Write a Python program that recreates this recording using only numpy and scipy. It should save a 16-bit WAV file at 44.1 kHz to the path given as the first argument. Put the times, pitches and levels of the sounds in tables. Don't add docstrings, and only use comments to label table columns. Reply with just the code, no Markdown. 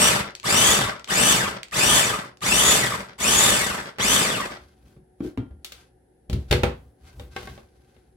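import sys
import numpy as np
from scipy import signal
from scipy.fft import rfft, irfft, next_fast_len
from scipy.io import wavfile
from scipy.ndimage import uniform_filter1d

SR = 44100
rng = np.random.default_rng(int(sys.argv[2]) if len(sys.argv) > 2 else 0)


def int16_out(signal):
    q = np.round(np.clip(np.atleast_2d(signal).T, -1, 1) * 32767)
    wavfile.write(sys.argv[1], SR, q.astype(np.int16))


N = 360120
TIME = np.arange(N) / SR


# pitch_hz, density_db (per Hz)
CHURN_SPECTRUM = [(30, -52.5), (55, -1.5), (85, -8.5), (125, -1), (195, 4), (280, -2), (400, -1),
                  (560, 2.5), (800, -4), (1150, -2.5), (1700, -1), (2500, -8.5), (3500, -10.5), (5500, -14),
                  (10000, -44.5)]
# pitch_hz, density_db (per Hz)
RATTLE_SPECTRUM = [(300, -37), (1500, -3.5), (2600, -3), (3300, 2), (4300, -0.5), (5400, -1), (6600, -0.5),
                   (8200, 2.5), (9800, -3), (12000, -5.5), (14000, -10), (16000, -17.5)]
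# pitch_hz, level_db, t60_s
HOUSING_MODES = [(890, -11.5, 0.12), (1093, -11, 0.015), (1246, -13, .025), (1800, -15.5, 0.016),
                 (2690, -13.5, 0.06), (3080, -12.5, 0.024), (3660, -10, .018), (8180, -24.5, 0.0053)]


def chopper():
    mesh_hz, churn, rattle = drive()
    whine, blade = gears(mesh_hz, (churn + rattle) / 2)
    flutter = 1 + 2 * (1 - mesh_hz / mesh_hz.max()) ** 2
    pelting = shower(130 + mesh_hz / 4, spread_db=3.5, t60=.022)
    pelting = pelting * amp(1.1 * wander(45) + 1.9 * blade * flutter)
    chatter = shower(400 + mesh_hz / 2, spread_db=2.0, t60=.017)
    chatter = chatter * amp(1.06 * wander(70) + .67 * blade * flutter)
    churning = amp(-3.0) * churn * colour(pelting, CHURN_SPECTRUM)
    rattling = amp(3.0) * rattle * colour(chatter, RATTLE_SPECTRUM)
    housing = resonate(rattle * chatter, HOUSING_MODES)
    return churning + rattling + housing + whine


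# on_s, off_s, target_mesh_hz, spin_up_s, coast_s, food_gather_s, churn_db, rattle_db
PRESSES = [(-.12, .082, 3106, 0.087, 0.15, .03, -21, -23.5),
           (0.429, 0.721, 3622, .14, 0.17, .025, -22, -25),
           (1.07, 1.313, 3960, .21, 0.19, .025, -22.5, -25), (1.712, 1.98, 3639, .16, .21, .03, -23.5, -24),
           (2.406, 2.719, 3848, .178, .243, .04, -23.5, -25),
           (3.178, 3.484, 3762, 0.12, 0.29, .04, -24.5, -26),
           (3.985, 4.152, 4293, .17, 0.29, .002, -23.5, -26.5)]
FULL_SPEED_HZ, CRAWL_HZ, RATTLE_POWER, RATTLE_RISE_S = 3390, 450, 1.48, .012
FLYING_HZ, CHURN_POWER = 1300, 1.286


def drive():
    mesh_hz, churn, rattle = np.zeros((3, N))
    friction_hz = 600
    for on, off, top_hz, rise, coast, gather, churn_db, rattle_db in PRESSES:
        since = np.maximum(TIME - on, 0)
        driven = top_hz * np.sqrt(1 - np.exp(-np.minimum(since, off - on) / rise))
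        drag = np.exp(-np.maximum(TIME - off, 0) / coast)
        hz = np.maximum((driven + friction_hz) * drag - friction_hz, 0)
        mesh_hz += hz
        flying = (hz / np.hypot(hz, FLYING_HZ)) ** CHURN_POWER
        churn += amp(churn_db) * flying * (1 - np.exp(-since / gather))
        shaking = (hz / FULL_SPEED_HZ) ** RATTLE_POWER * np.tanh(hz / CRAWL_HZ) ** 2
        rattle += amp(rattle_db) * shaking * (1 - np.exp(-since / RATTLE_RISE_S))
    return mesh_hz, churn, rattle


# mesh_multiple, level_db
GEAR_TONES = [(1, 0), (2, 1), (3, 0), (4, -12)]
# mesh_multiple, level_db
SHAFT_TONES = [(.0204, -13), (.0833, -8), (.5833, -9), (1.0833, -4)]
# pitch_hz, gain_db
RADIATION = [(60, -3), (300, -5), (700, -7), (1200, 1), (1800, -3), (2500, -1), (3300, 0), (4300, -7),
             (5500, -6), (6700, 0), (8300, -1), (10500, -9)]
WHINE_DB, OVERTONE_FADE_DB, COASTING_DB = -.5, -5, -2.5


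def gears(mesh_hz, level):
    jitter, rough, sway, flutter_db, ring_t60 = .008, .9, .8, 4, .045
    slack = 1 - mesh_hz / mesh_hz.max()
    uneven_hz = mesh_hz * (1 + jitter * (1 + 2 * slack) * wander(220))
    turns = np.cumsum(uneven_hz) / SR
    blade = np.sin(2 * np.pi * SHAFT_TONES[0][0] * turns + .54 * wander(5.1))
    slowing = 1. * (np.gradient(mesh_hz) < 0)
    coasting = uniform_filter1d(slowing, size=2000)
    tones = np.zeros(N)
    for k, db in GEAR_TONES + SHAFT_TONES:
        contact = 1 + rough * wander(60 + 130 * min(k, 1))
        fade_db = OVERTONE_FADE_DB * slack * coasting * max(k - 1, 0)
        unsteady_db = flutter_db * np.sqrt(slack) * wander(27)
        gain = amp(db + read(RADIATION, k * mesh_hz) + fade_db + unsteady_db)
        tones += gain * contact * np.sin(2 * np.pi * k * turns + sway * min(k, 1) * blade)
    tones *= level * amp(WHINE_DB + COASTING_DB * coasting)
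    tones *= np.minimum(mesh_hz / 800, 1)
    return .5 * tones + smear(tones, ring_t60), blade


# start_s, level_db
SWITCH_SNAPS = [(.307, -44.5), (0.352, -28), (.399, -36), (.431, -37), (.996, -39.5), (1.044, -30.5),
                (1.076, -37.5), (1.632, -26), (1.684, -43), (1.712, -38), (2.372, -45), (2.407, -42.5),
                (3.134, -53.5), (3.181, -50.5)]
# pitch_hz, level_db
SWITCH_COLOUR = [(200, -11.5), (1200, -4.5), (2300, 3.5), (4000, 4), (5400, 0.5), (6100, -4.5), (7000, 1.5),
                 (9000, -10.5), (16000, -25)]


def switch():
    t60 = .011
    out, t = np.zeros((2, N)), np.arange(SR // 8) / SR
    for s, db in SWITCH_SNAPS:
        snap = colour(rng.standard_normal((2, len(t))), SWITCH_COLOUR)
        add(out, s, amp(db + 3 - 60 * t / t60) * snap)
    return out


# start_s, thud_db, thud_hz, bowl_ring_db, crack_db, crack_centre_hz, left_minus_right_db
KNOCKS = [(3.985, -38.5, 190.1, -37, -28.5, 1603, -3.5), (4.965, -34.5, 148, -64, -55, 400, 4),
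          (5.205, -11, 297, -55, -35.5, 350, 0), (5.247, -17.5, 324, -66, -49, 2000, 0),
          (5.375, -16.5, 256, -59, -33.5, 710, 1.5), (5.382, -21.5, 100, -45.5, -45, 400, 5),
          (5.509, -33.5, 73, -65, -53, 406, 6), (5.646, -66, 200, -53, -29, 4100, -1),
          (5.721, -68, 200, -54, -34, 3630, 1.5), (6.298, -15.5, 111.5, -41, -36, 3180, 0),
          (6.33, -13, 78, -38.5, -31.5, 2960, -1), (6.511, -7, 85.6, -23, -15.5, 2300, 3),
          (6.526, -19, 137, -20, -13.5, 1740, -1), (6.537, -16.5, 235, -34, -32, 1500, -10),
          (6.634, -12.5, 86, -18, -14, 1100, -1.5), (7.197, -39.5, 108, -42, -40.5, 2200, 1.5),
          (7.364, -50, 122, -38, -27.5, 1420, -1.5), (7.43, -40, 82.8, -45, -44, 3000, 2),
          (7.473, -50, 90, -43, -40, 1600, 1), (7.499, -40, 130, -67, -46, 1300, -2),
          (7.578, -42.5, 98.3, -45.5, -42.5, 745, -2.5), (7.965, -56.5, 199, -61, -61, 1440, 6)]
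# pitch_hz, level_db, t60_s
BOWL_MODES = [(231.4, -4.5, 0.25), (361, -6, 0.22), (407.3, 0.5, 0.13), (494.2, 1.5, 0.21),
              (572, 4.5, 0.054), (671, -11.5, 0.17), (807, -4.5, 0.079), (1068, -15, .11), (1290, -10, .08),
              (2010, -20.5, .15), (2260, -16.5, 0.15), (2390, -13, 0.1), (2660, -12.5, .11),
              (3240, -17.5, .09), (3670, -8, .05)]
# pitch_hz, level_db
PLASTIC_COLOUR = [(500, 4), (1300, 1.5), (2300, 1), (3600, 4), (5500, -2.5), (8500, -1.5), (15000, 0.5)]
TABLE_HZ, TABLE_DB, TABLE_T60_S = 62.9, -4, .51
THUD_T60_S = .21


def knocks(crack_t60=.032, slope_db=10, clatter_db=-13, clatter_t60=.27):
    thuds, clacks = np.zeros((2, 2, N))
    t, hz = np.arange(SR // 2) / SR, np.geomspace(30, SR / 2, num=40)
    fading = amp(-60 * t / crack_t60) + amp(clatter_db - 60 * t / clatter_t60)
    boom = np.sin(2 * np.pi * TABLE_HZ * t) * amp(TABLE_DB - 60 * t / TABLE_T60_S)
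    for s, thud_db, thud_hz, ring_db, crack_db, crack_hz, pan_db in KNOCKS:
        thud_t60 = THUD_T60_S * 100 / thud_hz
        wood = [(thud_hz / 4, -26), (thud_hz, 0), (thud_hz + 150, -10), (thud_hz + 450, -33), (8000, -85)]
        boards = colour(rng.standard_normal(len(t)), wood)
        thud = .51 * np.sin(2 * np.pi * thud_hz * t) + .31 * boards
        thud = thud * (1 - np.exp(-t / .0016)) * amp(-60 * t / thud_t60)
        add(thuds, s, amp(thud_db) * (thud + boom * (TABLE_HZ / thud_hz) ** 2))
        ring = np.zeros((2, len(t)))
        for f, db, t60 in BOWL_MODES:
            phase = 2 * np.pi * f * rng.normal(1, .016) * t + rng.normal(0, 1.0, (2, 1))
            ring += amp(db - 60 * t / t60) * np.sin(phase)
        hill_db = read(PLASTIC_COLOUR, hz) - slope_db * np.hypot(np.log2(hz / crack_hz), 1)
        crack = colour(rng.standard_normal((2, len(t))), np.column_stack([hz, hill_db]))
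        crack = crack * amp(crack_db - 2.0) * fading
        pan = amp([[pan_db / 2], [-pan_db / 2]])
        add(clacks, s, (amp(ring_db - 1.5) * ring + crack) * pan)
    return thuds, clacks


# start_s, level_db
FRAME_BLOWS = [(5.207, -51.5), (5.377, -48)]
# pitch_hz, level_db, t60_s
FRAME_MODES = [(1395, -8, .65), (1850, -16, .4), (3180, -9, .32)]


def motor_frame():
    return ringing(FRAME_BLOWS, FRAME_MODES)


# start_s, level_db
LID_BLOWS = [(7.197, -63), (7.364, -39), (7.474, -47), (7.578, -74)]
# pitch_hz, level_db, t60_s
LID_MODES = [(777, 10.5, 0.043), (1110, 6.5, 0.13), (1280, -19, 0.087), (1575, 11, 0.039), (1830, 3, 0.051),
             (2130, 3.5, 0.093), (2620, 0, .06), (3780, -13, .04), (3950, -11, .15)]


def lid():
    return ringing(LID_BLOWS, LID_MODES)


# middle_s, length_s, rumble_db, hiss_db
STROKES = [(4.608, .3, -55.5, -62.5), (4.89, 0.18, -51.5, -67), (5.265, 0.11, -39.5, -57),
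           (5.771, 0.2, -59, -58), (6.42, .12, -48, -64), (6.521, 0.071, -59, -48.5),
           (6.782, 0.33, -50.5, -76), (7.081, 0.14, -50.5, -58), (7.216, 0.15, -39.5, -64.5),
           (7.379, 0.12, -56, -52), (7.485, 0.28, -42, -53.5), (7.89, 0.49, -63, -70.5)]
# pitch_hz, density_db (per Hz)
RUMBLE_SPECTRUM = [(30, -16), (60, 11.5), (110, -2), (200, -8), (400, -16.5), (800, -26), (2000, -42)]
# pitch_hz, density_db (per Hz)
SLIDE_SPECTRUM = [(300, -13), (1000, -0.5), (2300, -1), (5000, -4), (9000, -12), (12000, -10.5),
                  (15000, -40)]
STROKE_EDGE_DB, HOLDING_RUMBLE_DB = -12.5, -77
LID_SCRAPE_DB = -22


def handling():
    push, slide = amp(HOLDING_RUMBLE_DB) * (TIME > STROKES[0][0]), np.zeros(N)
    for s, length, rumble_db, hiss_db in STROKES:
        swell = amp(STROKE_EDGE_DB * (2 * (TIME - s) / length) ** 2)
        push = push + amp(rumble_db) * swell
        slide = slide + amp(hiss_db) * swell
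    slips = slide * shower(450, spread_db=2.5, t60=.017) * amp(1.8 * wander(40))
    scrape = colour(slips, SLIDE_SPECTRUM) * slips.std()
    lid_scrape = amp(LID_SCRAPE_DB) * resonate(slips, LID_MODES)
    rumble = push * colour(rng.standard_normal(N), RUMBLE_SPECTRUM)
    return rumble + scrape + lid_scrape


# pitch_hz, level_db
AIR_SPECTRUM = [(18, -38.5), (30, 0.5), (64, -1.5), (319, -5), (364, -5), (554, -9), (666, -24), (740, -6),
                (1100, -36), (1670, -23), (2410, -36), (7470, -41), (10800, -28.5), (13000, -56),
                (16000, -65)]
# pitch_hz, level_db
HUM_TONES = [(60, -61), (120, -67.5), (186, -75), (367, -64.5), (738, -83)]


def background():
    hum = np.zeros(N)
    for hz, db in HUM_TONES:
        unsteady = 1 + .25 * wander(5)
        hum += amp(db - 2.0) * unsteady * np.sin(2 * np.pi * (hz * TIME + rng.random()))
    air = colour(rng.standard_normal((2, N)), AIR_SPECTRUM)
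    hiss_band = [(9500, -48.5), (10600, -2.5), (11100, -1.5), (12200, -41)]
    hiss = colour(rng.standard_normal((2, N)), hiss_band)
    return amp(-59.5) * air + hum + amp(-83.5) * hiss


# pitch_hz, t60_s
KITCHEN_DECAY = [(100, 0.12), (500, 0.31), (2000, 0.24), (6000, 0.19), (15000, 0.12)]


def kitchen(x, delay=.005):
    hz, t, z = signal.stft(rng.standard_normal((2, SR // 2)), SR, nperseg=128)
    fading = amp(-60 * t / read(KITCHEN_DECAY, hz)[:, None])
    tail = signal.istft(z * fading, SR, nperseg=128)[1]
    tail = unit(tail) / np.sqrt(tail.shape[1])
    tail = np.pad(tail, ((0, 0), (int(delay * SR), 0)))
    return signal.fftconvolve(x, tail, axes=1)[:, :N]


def ringing(blows, modes):
    out, t = np.zeros((2, N)), np.arange(SR) / SR
    for s, blow_db in blows:
        for hz, db, t60 in modes:
            phase = 2 * np.pi * hz * t + rng.normal(0, .55, (2, 1))
            add(out, s, amp(blow_db + db - 60 * t / t60) * np.sin(phase))
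    return out


def resonate(x, modes):
    t = np.arange(SR // 8) / SR
    response = np.zeros(len(t))
    for hz, db, t60 in modes:
        response += amp(db) * unit(amp(-60 * t / t60) * np.sin(2 * np.pi * hz * t))
    return signal.oaconvolve(x, response[None] / np.sqrt(len(t)), axes=1)[:, :N]


def shower(per_s, spread_db, t60):
    return unit(sum(smear(impacts(per_s, spread_db), t60) for side in ("left", "front", "right")))


def impacts(per_s, spread_db):
    size = amp(spread_db * np.minimum(rng.exponential(1, N), 4))
    struck = rng.random(N) < per_s / SR
    return unit(size * rng.choice([-1, 1], N) * struck)


SHELL_MONO_HZ = 317


def smear(x, t60):
    t = np.arange(2 ** 12) / SR
    shell = rfft(rng.standard_normal((3, len(t))) * amp(-60 * t / t60))
    apart = (np.fft.rfftfreq(len(t), 1 / SR) / SHELL_MONO_HZ) ** 2
    flat = np.exp(1j * np.angle(shell[0] + apart * shell[1:]))
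    lead = 2 ** 7
    response = np.roll(irfft(flat), lead, axis=1)
    return signal.oaconvolve(x[None], response, axes=1)[:, lead:lead + N]


def wander(rate):
    size = 2 ** 15
    hz = np.fft.rfftfreq(size, TIME[-1] / size)
    slow = irfft(rfft(rng.standard_normal(size)) / (1 + (hz / rate) ** 4))
    return unit(np.interp(TIME, np.linspace(0, TIME[-1], size), slow))


def colour(x, points):
    size = next_fast_len(x.shape[-1], True)
    gain = amp(read(points, np.fft.rfftfreq(size, 1 / SR)))
    return unit(irfft(rfft(x, size) * gain, size)[..., :x.shape[-1]])


def read(points, hz):
    f, value = np.transpose(points)
    return np.interp(np.log(hz + 1), np.log(f + 1), value)


def amp(db):
    return 10 ** (np.asarray(db) / 20)


def unit(x):
    return x / np.sqrt(np.mean(x ** 2) + 1e-20)


def add(mix, s, sound):
    part = mix[:, max(round(s * SR), 0):][:, :sound.shape[-1]]
    part += sound[..., :part.shape[1]]


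def scene():
    thuds, clacks = knocks()
    motor = chopper()
    small = clacks + switch() + motor_frame() + lid() + handling()
    room = kitchen(amp(-8.5) * motor + amp(-7.5) * small + amp(-.5) * thuds)
    return motor + small + thuds + room + background()


# pitch_hz, left_minus_right_db
PORT_BALANCE = [(200, 0.76), (500, 1.5), (1000, -1.8), (2000, 2), (4500, 1.5), (8000, 3.5), (13000, -0.1)]
EDGE_HZ = 16100


def record(dry, apart_hz=480):
    hz = np.fft.rfftfreq(N, 1 / SR)
    left, right = rfft(dry) * hz ** 4 / (hz ** 4 + 36 ** 4)
    apart = hz ** 2 / (hz ** 2 + apart_hz ** 2)
    mid = (left + right) / 2
    side = (left - right) / 2 * np.sqrt(apart) * np.minimum(hz / 300, 1)
    tilt_db = read(PORT_BALANCE, hz) / 2
    ports = irfft(np.array([(mid + side) * amp(tilt_db), (mid - side) * amp(-tilt_db)]), N)
    lowpass = signal.firwin(511, EDGE_HZ, window=("kaiser", 9), fs=SR)
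    return signal.oaconvolve(ports, lowpass[None], "same")


dry = scene()
out = record(dry)
int16_out(out)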